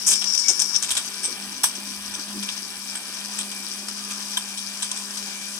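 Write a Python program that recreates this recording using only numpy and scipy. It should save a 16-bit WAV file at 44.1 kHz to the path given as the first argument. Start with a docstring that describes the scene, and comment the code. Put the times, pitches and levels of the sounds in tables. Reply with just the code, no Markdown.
"""A countertop blender with a glass jar crushes ice into a thick milky drink, close to a phone in a kitchen.
From the start a motor hums and whines, its tones following a wandering shaft speed, over a rumbling base.
At first two blades chop ice in loud rattles, hard lumps slam the jar and coarse chips fizz round the wall.
Later come stray knocks and a growing froth; all along, noise bursts at each blade pass make the grit crackle,
and short rising tones make the vortex bubble, with a swelling gulp now and then."""
import sys
import numpy as np
from scipy import signal
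from scipy.fft import rfft, irfft, next_fast_len
from scipy.io import wavfile
from scipy.ndimage import uniform_filter1d

SR = 44100
rng = np.random.default_rng(int(sys.argv[2]) if len(sys.argv) > 2 else 0)


def transcribe(u):
    """Save the signal u as a 16-bit wav file named by the first command-line argument.

    u: samples, shape (n,) or (channels, n), limited to [-1, 1]; the rate is SR.
    q: integer samples, one column per channel.
    """
    v = np.clip(np.atleast_2d(u).T, -1, 1)
    q = np.round(v * 32767).astype(np.int16)
    wavfile.write(sys.argv[1], SR, q)


N = 246519
T = np.arange(N) / SR

# modes of the glass wall where hard ice hits it: (f/Hz, width/Hz, level/dB)
WALL_MODES = [(403, 280, -7), (930, 460, 4.5), (1590, 1100, 3), (2385, 160, 7.5), (2630, 110, 1),
              (3500, 870, 4), (4320, 2300, -11), (5280, 220, -0.5), (6120, 600, 3.5), (7100, 1170, 1),
              (8480, 1760, 2), (10500, 1160, -4), (13200, 5700, -1.5)]
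# large air pockets gulped by the vortex: (t/s, half length/s, level over the steady bubbling/dB)
GULP_SWELLS = [(0.12, 0.063, 12.5), (0.505, 0.019, 19), (0.62, 0.014, 8), (1.09, 0.02, 4), (1.3, 0.054, 12),
               (1.48, 0.065, 7.5), (1.57, 0.023, 11), (1.78, 0.022, 11), (1.91, 0.05, 9.5),
               (2.19, 0.027, 16.5), (2.36, 0.043, 19), (3.39, 0.034, 7), (3.91, 0.027, 7)]


def undb(db):
    """Decibels to gain."""
    return 10 ** (np.asarray(db) / 20)


def unit(x):
    """Scale to an rms of one."""
    return x / np.sqrt(np.mean(x ** 2) + 1e-18)


def curves(table):
    """The columns of a timed table, joined by straight lines."""
    s, *columns = np.transpose(table)
    return [np.interp(T, s, c) for c in columns]


def walk(rate):
    """Random levels held 1 / rate s and slewed twice; spread near 1."""
    k = int(SR / rate)
    held = np.repeat(rng.standard_normal(N // k + 1), k)
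    return 1.3 * uniform_filter1d(uniform_filter1d(held, k), k)[:N]


def swells(table):
    """A smooth rise and fall in dB for each row."""
    return sum(db * np.exp(-((T - s) / half) ** 2) for s, half, db in table)


def along(table, hz):
    """Read (Hz, value) points on a log-frequency axis."""
    f, value = np.transpose(table)
    return np.interp(np.log(hz + 1), np.log(f), value)


def bins(size=4096):
    """Frequencies on which responses are drawn."""
    return np.arange(size // 2 + 1) * SR / size


def resonances(hz, centre, width, db):
    """Gain of a set of steep-sided resonances, each 9 dB down at one width from its centre."""
    bell = 1 / (1 + ((hz[:, None] - centre) / width) ** 2)
    return np.sqrt((bell * bell * bell) @ undb(db) ** 2)


def shape(pair, gain):
    """Filter each channel with this gain at each frequency, made causal by folding its cepstrum."""
    cepstrum = irfft(np.log(gain + 1e-5))
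    half = len(cepstrum) // 2
    fold = np.r_[1, np.full(half - 1, 2), np.zeros(half)]
    response = irfft(np.exp(rfft(cepstrum * fold)))
    return signal.fftconvolve(pair, response[None], axes=1)[:, :pair.shape[1]]


def fade(x, seconds):
    """Let every push die away exponentially."""
    return signal.lfilter([1], [1, -np.exp(-1 / (seconds * SR))], x)


def noise_pair(size, unlike):
    """Noise from a source with some breadth: partly the same at both ports, partly different."""
    mid, side = rng.standard_normal((2, size))
    return np.array([mid + unlike * side, mid - unlike * side]) / np.sqrt(1 + unlike ** 2)


def crackle(turns, scatter_db, snap_s, slip, smooth, unlike):
    """Each of the two blades throws a tiny burst of grit per turn, uneven in size and time, over a smooth hiss."""
    count = int(2 * turns[-1])
    late, size = rng.standard_normal((N // 64, 2))[:count].T
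    # slip is the timing spread, in blade passes
    at = np.searchsorted(turns, (np.arange(count) + slip * late) / 2).clip(0, N - 1)
    pushes = np.bincount(at, undb(scatter_db * size.clip(-2, 1.5)), N)
    force = unit(fade(pushes, snap_s)) + smooth
    return unit(force * noise_pair(N, unlike))


def motor(turns):
    """Shaft hum and armature whine follow the speed; the torque throbs at twice the mains frequency."""
    # level of the shaft hum, which comes and goes with the load on the blades: (t/s, level/dB)
    hum_levels = [(0.0, -53), (0.06, -49.5), (0.25, -50.5), (0.56, -66), (0.61, -51), (0.86, -51.5),
                  (0.9, -65), (1.06, -51), (1.26, -53), (1.29, -61), (1.42, -44), (1.52, -44.5), (1.6, -58),
                  (1.82, -44), (2.24, -46), (2.4, -32.5), (2.51, -49), (2.63, -44.5), (2.68, -53.5),
                  (2.94, -46), (3.03, -52), (3.39, -42), (3.69, -48.5), (3.86, -43.5), (4.75, -46.5),
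                  (5.25, -44), (5.4, -49), (5.59, -46.5)]
    # level of the armature whine: (t/s, level/dB)
    whine_levels = [(0, -57), (0.12, -44), (0.36, -51), (0.6, -48), (0.68, -50.5), (1.0, -49.5),
                    (1.27, -45), (1.47, -48), (1.58, -47), (1.94, -47.5), (2.1, -49), (2.22, -47),
                    (2.32, -58), (2.48, -42.5), (2.63, -48.5), (2.75, -47), (3.05, -44.5), (3.3, -52),
                    (3.55, -45.5), (3.98, -52.5), (4.15, -48.5), (4.65, -47), (4.75, -48), (4.83, -47),
                    (4.98, -46), (5.12, -56), (5.25, -45.5), (5.5, -46), (5.59, -51)]
    # weaker tones, before easing and throb: (multiple of the shaft speed, left level/dB, right level/dB)
    overtones = [(2, -67.5, -65.5), (3, -64.5, -63), (5, -73, -61.5), (6, -82, -57.5), (9, -86, -62),
                 (24, -49, -70), (48, -74, -70)]
    mains_hz, cruise_hz = 60, 200

    angle = 2 * np.pi * turns
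    excess_hz = np.gradient(turns) * SR - cruise_hz
    mains = 2 * np.pi * 2 * mains_hz * T
    throb = np.cos(mains)

    # the hum wavers, the more so as the shaft is dragged below its cruising speed
    hum_db, = curves(hum_levels)
    waver_db = 0.6 + 0.31 * np.maximum(-excess_hz, 0)
    hum = np.sqrt(2) * undb(hum_db + waver_db * walk(24.04)) * np.sin(angle)

    # the armature squeaks as the blades nearly jam
    squeak_s, rise_s, decay_s, squeak_db = 0.44, 0.005, 0.033, -33.5
    jammed_s = np.maximum(T - squeak_s, 0)
    squeak = undb(squeak_db) * (1 - np.exp(-jammed_s / rise_s)) * np.exp(-jammed_s / decay_s)

    # twelve whine cycles per turn; the mains throb adds a tone just below, 9 dB weaker
    slots = 12 * angle + 0.42 * walk(60)
    whine_db, = curves(whine_levels)
    whine_gain = undb(whine_db + 1.9 * walk(23.94)) + squeak
    whine = np.sqrt(2) * whine_gain * (np.sin(slots) + undb(-9) * np.sin(slots - mains))

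    # left and right trims in dB
    out = np.outer(undb([-.6, .6]), hum) + np.outer(undb([1.3, -2]), whine)
    # the weaker tones come out as the load eases and the shaft speeds up
    ease_db = 0.82 * excess_hz - .45
    for order, *ears_db in overtones:
        tone = np.sqrt(2) * np.sin(round(order) * angle + rng.uniform(0, 2 * np.pi))
        tone_gain = undb(ease_db + 3.2 * walk(9)) * (1 + 0.79 * throb)
        out += np.outer(undb(ears_db), tone * tone_gain)
    return out


def churn(turns):
    """Liquid rushes low, grit rings the glass in the middle, fine splinters spray on top."""
    # hollow gurgle of the swirling drink: (f/Hz, width/Hz, level/dB)
    swirl_modes = [(844, 200, -2.5), (1094, 310, -2.5), (1620, 460, -8)]
    # the swirl gurgles louder for a moment: (t/s, half length/s, gain/dB)
    gurgle_swells = [(1.45, 0.022, 6), (2.19, 0.035, 7), (2.78, 0.081, 2), (2.98, 0.051, 4.5),
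                     (3.42, 0.056, 3), (4.12, 0.034, 0), (4.62, 0.05, 3), (4.95, 0.049, 1)]
    rush_db, swirl_db, grit_db, spray_db, chips_db = -0.33, 1, -1, -0.47, -6

    # power shares that split the spectrum between the layers
    hz = bins()
    below_grit, below_spray = (1 / (1 + (hz / edge) ** 16) for edge in (4200, 6600))
    above_froth = 1 / (1 + (7600 / (hz + 1)) ** 30)
    middle = np.sqrt(below_spray - below_grit)

    # rush and spray share one slow drift
    flow_db = 0.54 * walk(5.8)
    rush = crackle(turns, scatter_db=2.5, snap_s=0.0018, slip=.3, smooth=0.99, unlike=0.48)
    rush = rush * undb(rush_db + flow_db + 1.3 * walk(30))
    grit = crackle(turns, scatter_db=8, snap_s=0.00029, slip=0.16, smooth=0.74, unlike=1.0)
    grit = grit * undb(grit_db + 2.3 * walk(35))
    spray = crackle(turns, scatter_db=4.0, snap_s=0.00095, slip=.2, smooth=0.66, unlike=0.055)
    spray = spray * undb(spray_db + flow_db + 0.5 * walk(30))

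    # small chips of ice, hard enough to ring the wall, keep ticking in light flurries
    chips = crackle(turns, scatter_db=6.5, snap_s=0.001, slip=0.11, smooth=0.39, unlike=0.69)
    chips = chips * undb(chips_db + 3.1 * walk(30))
    # they ring it mostly above 4240 Hz
    chips_band = np.sqrt(below_spray / (1 + (4240 / (hz + 1)) ** 24)) + 0.22
    wall = resonances(hz, *np.transpose(WALL_MODES))

    # the swirl opens and closes the lower resonances, each in its own time
    swirl = 0
    for centre_hz, width_hz, mode_db in swirl_modes:
        gurgle = shape(noise_pair(N, unlike=0.12), resonances(hz, centre_hz, width_hz, [mode_db]))
        swirl = swirl + gurgle * undb(swirl_db + swells(gurgle_swells) + 3.35 * walk(30))

    # froth grows by 3.5 dB per second as the drink gets smooth
    froth_hz, froth_width_hz, froth_start_db = 6900, 1200, -16
    froth = shape(noise_pair(N, unlike=0.66), resonances(hz, froth_hz, froth_width_hz, [froth_start_db]))
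    froth = froth * undb(3.5 * T)

    rush_tilt_db = along([(500, 0.13), (900, -1.6), (1700, -1.2), (2200, -0.8)], hz)
    return (swirl + froth
            + shape(rush, np.sqrt(below_grit) * undb(rush_tilt_db))
            + shape(grit, middle)
            + shape(spray + 0.064 * grit, np.sqrt(above_froth))
            + shape(chips, chips_band * wall))


def glass(pair, ring_db=-7, ring_t60=0.016, edge_hz=6000):
    """The many close, high modes of the glass ring on briefly after every tick, as a short noise tail."""
    t = np.arange(SR // 10) / SR
    tail = unit(rng.standard_normal((1, len(t))) * np.exp(-np.log(1000) * t / ring_t60)) / np.sqrt(len(t))
    share = undb(ring_db) / np.sqrt(1 + (edge_hz / (bins() + 1)) ** 8)
    rung = shape(signal.fftconvolve(pair, tail, axes=1)[:, :N], share)
    # make room for the added power
    return shape(pair + rung, 1 / np.sqrt(1 + share ** 2))


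def jar(force):
    """Jar and housing ring with their resonances, which reach each port with a different strength."""
    # resonances of jar, lid and motor housing: (f/Hz, width/Hz, left level/dB, right level/dB)
    jar_modes = [(790, 370, -37.5, -38), (1010, 102, -34.5, -33.5), (1210, 84, -38.5, -34.5),
                 (1627, 413, -32.5, -30), (2260, 260, -33, -55), (3190, 900, -36.5, -31),
                 (3175, 320, -27.5, -53), (4240, 1800, -29, -36.5), (4795, 380, -21.5, -41),
                 (5380, 590, -22, -39.5), (5827, 460, -23.5, -36.5), (6940, 970, -30.5, -42),
                 (8070, 590, -31.5, -31), (9080, 1400, -33, -32), (10450, 830, -37, -33),
                 (12500, 1050, -41.5, -40), (14400, 1500, -55, -44)]
    centre, width, *ears_db = np.transpose(jar_modes)
    ears = np.array([resonances(bins(), centre, width, db) for db in ears_db])
    both = np.sqrt(np.mean(ears ** 2, axis=0))
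    # symmetric filters set the level at each port without shifting phase
    shading = np.fft.fftshift(irfft(ears / both), axes=1)[:, 1:]
    return signal.fftconvolve(shape(force, both), shading, mode="same", axes=1)


def fizz(turns, right_db=-25):
    """Coarse chips skate round the wall at every blade pass; their narrow band reaches mostly the left port."""
    # left level of the fizz, until the chips are ground away: (t/s, level/dB)
    fizz_levels = [(0, -25.5), (0.05, -29), (0.16, -19.5), (0.255, -26.5), (0.277, -16), (0.31, -23),
                   (0.345, -18.5), (0.368, -20.5), (0.4, -17), (0.47, -21.5), (0.52, -28), (0.56, -23.5),
                   (0.63, -21), (0.72, -24.5), (0.76, -17), (0.8, -32), (0.9, -39), (1.2, -70)]
    # narrow band in which the skating chips make the glass sing: (f/Hz, width/Hz, relative level/dB)
    singing_modes = [(4900, 550, -13.5), (5250, 210, -0.5), (5590, 270, 0), (5930, 180, -5),
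                     (7000, 600, -14), (8400, 640, -20.5)]
    level_db, = curves(fizz_levels)
    skating = crackle(turns, scatter_db=3.3, snap_s=0.0011, slip=0.13, smooth=0.7, unlike=0.87)
    sung = unit(shape(skating, resonances(bins(), *np.transpose(singing_modes))))
    return sung * undb(level_db) * undb([[0], [right_db]])


def vortex(count=1100, spread=0.13, cycles=1.96, rise=0.1, size_db=3):
    """Air pockets ring briefly in the thick drink, rising in pitch."""
    # centre of the scattered ring pitches of the air pockets: (t/s, f/Hz)
    pocket_pitch = [(0, 374), (.5, 368), (.9, 310), (1.3, 353), (1.5, 276), (2.35, 291), (5.59, 302.3)]
    # level of the bubbling, which rises early, dips near 2.5 s, is loudest near 4.3 s, then falls:
    # (t/s, level/dB)
    bubbling_levels = [(0, -61), (0.9, -58.5), (1.4, -58), (2.5, -60), (4.3, -56.5), (5.59, -64)]
    out = np.zeros(N + SR)
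    t = np.arange(SR // 12) / SR
    pocket_hz, = curves(pocket_pitch)
    for start, (pitch, size) in zip(rng.integers(0, N, count), rng.standard_normal((count, 2))):
        # age counts cycles of the starting pitch
        age = t * pocket_hz[start] * np.exp(spread * pitch)
        swell = (1 - np.exp(-2 * age)) * np.exp(-age / cycles)
        ring = np.sin(2 * np.pi * age * (1 + rise * age / 20))
        out[start:start + len(t)] += undb(size_db * size) * swell * ring
    # even out the running loudness, then set the level
    bubbles = out[:N] / np.sqrt(uniform_filter1d(out[:N] ** 2, SR // 12) + 1e-9)
    bubbling_db, = curves(bubbling_levels)
    return bubbles * undb(bubbling_db + swells(GULP_SWELLS) + 2.0 * walk(15))


def rumble():
    """The base shudders on the counter in the deep bass; the drink sloshes above it, harder at each gulp."""
    # spectrum of base and counter, relative only for the shudder: (f/Hz, level/dB)
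    rumble_spectrum = [(20, -59), (35, -59), (50, -45.5), (70, -41.5), (88, -40), (125, -49), (170, -39),
                       (260, -33.5), (400, -41.5), (550, -51.5), (900, -54.5)]
    # the base shudders harder on the counter: (t/s, half length/s, level over its steady rumble/dB)
    shudder_swells = [(0.95, 0.075, 13), (2.05, 0.3, 7.5)]
    shake_db, slosh_db, slosh_db_per_s = -67.5, 1.2, -0.5
    hz = bins()
    gain = undb(along(rumble_spectrum, hz))
    deep = 1 / (1 + (hz / 135) ** 8)
    shudder = unit(shape(noise_pair(N, unlike=0.086), gain * np.sqrt(deep)))
    shudder = shudder * undb(shake_db + swells(shudder_swells) + 0.48 * walk(8.6))
    # the sloshing calms as the drink gets smooth
    slosh = shape(noise_pair(N, unlike=0.23), gain * np.sqrt(1 - deep))
    slosh_level_db = slosh_db + slosh_db_per_s * T + 0.27 * swells(GULP_SWELLS) + walk(13)
    return shudder + slosh * undb(slosh_level_db)


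def ice(shaft_hz, scatter_db=5.5, snap_s=0.00048, debris=0.92, bite_s=0.0015, settle_s=0.022, level_db=0.36):
    """A caught lump is struck once per blade pass until it breaks; its debris hisses briefly after."""
    # lumps caught by the blades, bands relative to strength: (t/s, length/s, strength/dB, low thud/dB before
    # weighting, mid clatter/dB, glass ring/dB, shrill scrape/dB, splinters/dB)
    lumps = [(0.064, 0.052, 20, -14.5, -17, -4.5, 0.5, -2.5), (0.113, 0.027, 17.5, -9.5, -7.5, -3, 0, -3),
             (0.156, 0.0014, 11.5, 0.5, 1, 6, 0, -4), (0.214, 0.014, -0.5, 7, 10.5, -4, 0, 1),
             (0.242, 0.0032, 7, 1, 2.5, 11, -3, -4), (0.349, 0.0044, 9.5, -4, 0, 7.5, 0, 0),
             (0.377, 0.0018, 13.5, -15, -11, 10.5, 0, -10), (0.383, 0.019, 8.5, -17, -14, -4, 0, -15),
             (0.483, 0.02, 16.5, -9.5, -12, 6, 7, -9), (0.594, 0.0096, 19.5, -14.5, -15, -1.5, 1, -11),
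             (0.613, 0.0085, 15.5, -7.5, -7.5, 5, -4, 0), (0.744, 0.013, 3, 0, 5, 7, 0, -9),
             (0.76, 0.004, 10, -2, -1, 13, 2, -5), (0.824, 0.024, 10, -4.5, -2.5, -2, 4, -3),
             (0.886, 0.011, 7.5, -1.5, -4, -2, 0, -2), (0.905, 0.017, 16, -9, -2.5, -6, -4, -2),
             (0.951, 0.0052, 11.5, -3, -4, -6, 0, -3), (0.967, 0.0134, 17, -5, -1.5, -7, -1, -7),
             (1.232, 0.029, 15.5, -11, -12.5, -6.5, -12, -13), (1.633, 0.014, 23, -8, -9.5, -5.5, -9.5, 4),
             (1.669, 0.0034, 9, -29, -26, -15, -18, -15), (1.752, 0.0082, 4.5, -4, -9, 2, -6, -12),
             (2.138, 0.015, 5.5, -6.5, -6, -0.5, -8, -10), (2.427, 0.01, 6.5, 0.5, 0, -2, 0, -3),
             (2.487, 0.0087, -2.5, 9, 13, 0, -4, 0), (2.954, 0.0021, 15, -7.5, -8, -9, -10, -7),
             (2.959, 0.022, 4, -5, -9, -22, -10, -14), (3.137, 0.0082, -2, -1, -1.5, 6, 5, -6),
             (3.385, 0.008, 14.5, -9, -9, -9, -3, -6), (3.395, 0.023, 7.5, -6.5, -3, -15, -5, -11),
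             (3.515, 0.0058, 5.5, -3, -1, -9, -1, -6), (3.884, 0.0043, 9, -1.5, -8, -6, -2, -6),
             (4.102, 0.02, 1.5, -1, -1, 0, 2, -2), (4.37, 0.0085, 13.5, -3, -4, -8, -6, 3),
             (4.574, 0.017, 4, -8, 0.5, -5, -6, -3), (4.823, 0.012, 14, -8.5, -4, -9, -3, -10),
             (4.836, 0.018, -6, -10, -6, -12, -5, -10), (4.914, 0.004, 12, -5.5, -3, 2, 5, -6),
             (4.962, 0.018, 3.5, -3, -4, -3, 0, -7), (5.013, 0.0034, 1, -5, -9, 0, 0, -3),
             (5.17, 0.006, 5.5, -5, -1, -2, -1, -3)]
    out = np.zeros((2, N + SR))
    t = np.arange(SR // 8) / SR
    wall = resonances(bins(), *np.transpose(WALL_MODES))
    for s, length, crunch, thud_db, clatter_db, ring_db, scrape_db, splinter_db in lumps:
        start = int(s * SR)
        blade_hz = 2 * shaft_hz[start]
        late, size = rng.standard_normal((32, 2)).clip(-1.5, 1.5).T
        blows = np.abs(np.arange(len(late)) + .15 * late) / blade_hz
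        # the first blow always lands
        caught = blows <= max(length, blows[0])
        pushes = np.bincount((blows[caught] * SR).astype(int), undb(scatter_db * size[caught]), len(t))
        during = t < length
        strikes = fade(pushes, snap_s)
        strikes = strikes / np.sqrt(np.mean(strikes[during] ** 2))
        # debris from a longer tussle takes longer to settle, up to settle_s
        spill = debris * np.exp(-np.maximum(t - length, 0) / min(settle_s, 1.56 * length))
        # the blades take a moment to bite fully
        force = (strikes + spill) * (1 - 0.47 * np.exp(-t / bite_s))
        burst = force * noise_pair(len(t), unlike=0.5) / np.sqrt(np.mean(force[during] ** 2))
        knock, ring = crunch + thud_db, crunch + ring_db
        clatter, scrape = crunch + clatter_db, crunch + scrape_db
        # heavy knocks reach the low modes of the wall more than in proportion
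        thud = knock + 0.42 * (knock - 18)
        colour = [(300, knock), (900, thud), (1600, thud), (2300, knock - 1),
                  (3200, clatter), (4100, clatter), (5250, ring + 1), (6200, ring),
                  (6650, scrape), (7350, scrape), (7800, crunch), (9400, crunch),
                  (11000, crunch + splinter_db)]
        out[:, start:start + len(t)] += shape(burst, wall * undb(along(colour, bins()) + level_db))
    return out[:, :N]


def shimmer(blows, ring_db=-8, ring_t60=0.18, centre_hz=8600, width_hz=1100):
    """After a blow the highest strong modes of the glass ring longest, as a soft bright puff."""
    t = np.arange(SR // 4) / SR
    tail = unit(rng.standard_normal((1, len(t))) * np.exp(-np.log(1000) * t / ring_t60)) / np.sqrt(len(t))
    rung = signal.fftconvolve(blows, tail, axes=1)[:, :N]
    return blows + shape(rung, resonances(bins(), centre_hz, width_hz, [ring_db]))


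def slams(contact_s=0.0074):
    """A hard lump pressed against the jar for a moment drives its few low modes, which then die quickly."""
    # lumps slammed against the jar, drive per mode:
    # (t/s, lowest mode f/Hz, lowest mode drive/dB, middle modes drive/dB, high modes drive/dB)
    slam_blows = [(0.136, 980, -10, -8, 2), (0.487, 580, 3, -19, -12), (0.498, 737, 5, -14, -8),
                  (0.616, 828, 2.5, -8, -8), (0.914, 1010, -17, -5, 3), (0.971, 980, -20, -1, -3),
                  (1.635, 877, 9, 3, -6), (3.388, 1076, -7, -9, -8), (4.369, 985, 6, 7.5, 12),
                  (4.825, 960, -3, -2, -4), (4.916, 1016, -1.5, -18, -12)]
    # modes of the filled jar, the lowest retuned by the place of each blow: (f/Hz, t60/s, level before drive/dB)
    body_modes = [(1010, 0.036, -1), (1572, 0.015, -1.5), (2300, 0.047, -10), (3155, 0.014, 0),
                  (3543, 0.02, 0), (3940, 0.014, -6)]
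    out = np.zeros((2, N + SR))
    t = np.arange(SR // 8) / SR
    push = np.sin(np.pi * np.minimum(t / contact_s, 1))
    for s, lowest_hz, low_db, middle_db, high_db in slam_blows:
        start = int(s * SR)
        for k, (hz, t60, db) in enumerate(body_modes):
            if k == 0:
                pitch, drive_db = lowest_hz, low_db
            else:
                pitch, drive_db = hz, middle_db if hz < 2700 else high_db
            swell = fade(push, t60 / np.log(1000))
            tone = swell / swell.max() * np.sin(2 * np.pi * pitch * t)
            out[:, start:start + len(t)] += undb(db + drive_db) * tone
    return out[:, :N]


def kitchen(pair, walls_db=-13, walls_t60=0.15):
    """A short tail from the walls, different at each ear."""
    t = np.arange(SR // 2) / SR
    # the first reflections arrive after 4 ms
    decay = undb(-60 * t / walls_t60) * (t > .004)
    tail = unit(rng.standard_normal((2, len(t))) * decay) / np.sqrt(len(t))
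    return pair + undb(walls_db) * signal.fftconvolve(pair, tail, axes=1)[:, :N]


def ports(pair):
    """The two microphone ports receive sound with a phase shift that depends on frequency."""
    # phase between the ports: (f/Hz, lead of the left/rad)
    port_phase = [(30, 1), (680, 0.2), (1000, -1), (1600, 1.15), (2400, 1.78), (3100, -3), (3600, -2.5),
                  (4700, -5.5), (6300, -7), (16000, -5.5)]
    size = next_fast_len(N + 2048)
    turned = rfft(pair[1], size) * np.exp(-1j * along(port_phase, bins(size=size)))
    right = irfft(turned, size)[:N]
    return np.array([pair[0], right])


def scene():
    """One shaft drives the tones, the churning and the blows on the ice."""
    # motor shaft speed, sagging whenever the blades bite: (t/s, turns per second/Hz)
    shaft_speed = [(0.17, 196.7), (0.27, 195.9), (0.3, 193.4), (0.45, 190.8), (0.51, 188.4), (0.58, 195.2),
                   (0.8, 195.7), (1.0, 195.2), (1.07, 199.9), (1.18, 196.5), (1.31, 196.2), (1.42, 199.9),
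                   (1.52, 199.9), (1.65, 194.2), (1.75, 199.2), (1.84, 201.8), (1.92, 199.2), (2.02, 202.7),
                   (2.1, 200), (2.2, 199.6), (2.3, 204.4), (2.38, 203.5), (2.47, 199.2), (2.6, 199.6),
                   (2.69, 197), (2.8, 198.1), (2.92, 199.7), (3.12, 197.1), (3.24, 202.3), (3.36, 203.9),
                   (3.65, 198), (3.81, 202.9), (3.96, 203.6), (4.1, 202.1), (4.38, 202.3), (4.48, 199.5),
                   (4.6, 200.4), (4.7, 199.3), (4.88, 201.3), (5.05, 201.3), (5.17, 202.8), (5.25, 200.5),
                   (5.32, 200), (5.4, 197.3), (5.5, 201.4), (5.59, 203.3)]
    shaft_hz, = curves(shaft_speed)
    turns = np.cumsum(shaft_hz) / SR
    ticks = churn(turns) + shimmer(ice(shaft_hz))
    contents = jar(glass(ticks) + slams()) + fizz(turns) + vortex() + rumble()
    # the motor stays dry, without the tail of the walls
    return ports(kitchen(contents) + motor(turns))


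def record(dry):
    """The phone rounds the loudest peaks and cuts the top."""
    ceiling, top_hz = .8, 15750
    rounded = dry / (1 + (dry / ceiling) ** 4) ** (1 / 4)
    lowpass = signal.ellip(10, .2, 80, top_hz, fs=SR, output="sos")
    return signal.sosfilt(lowpass, rounded)


dry = scene()
out = record(dry)
transcribe(out)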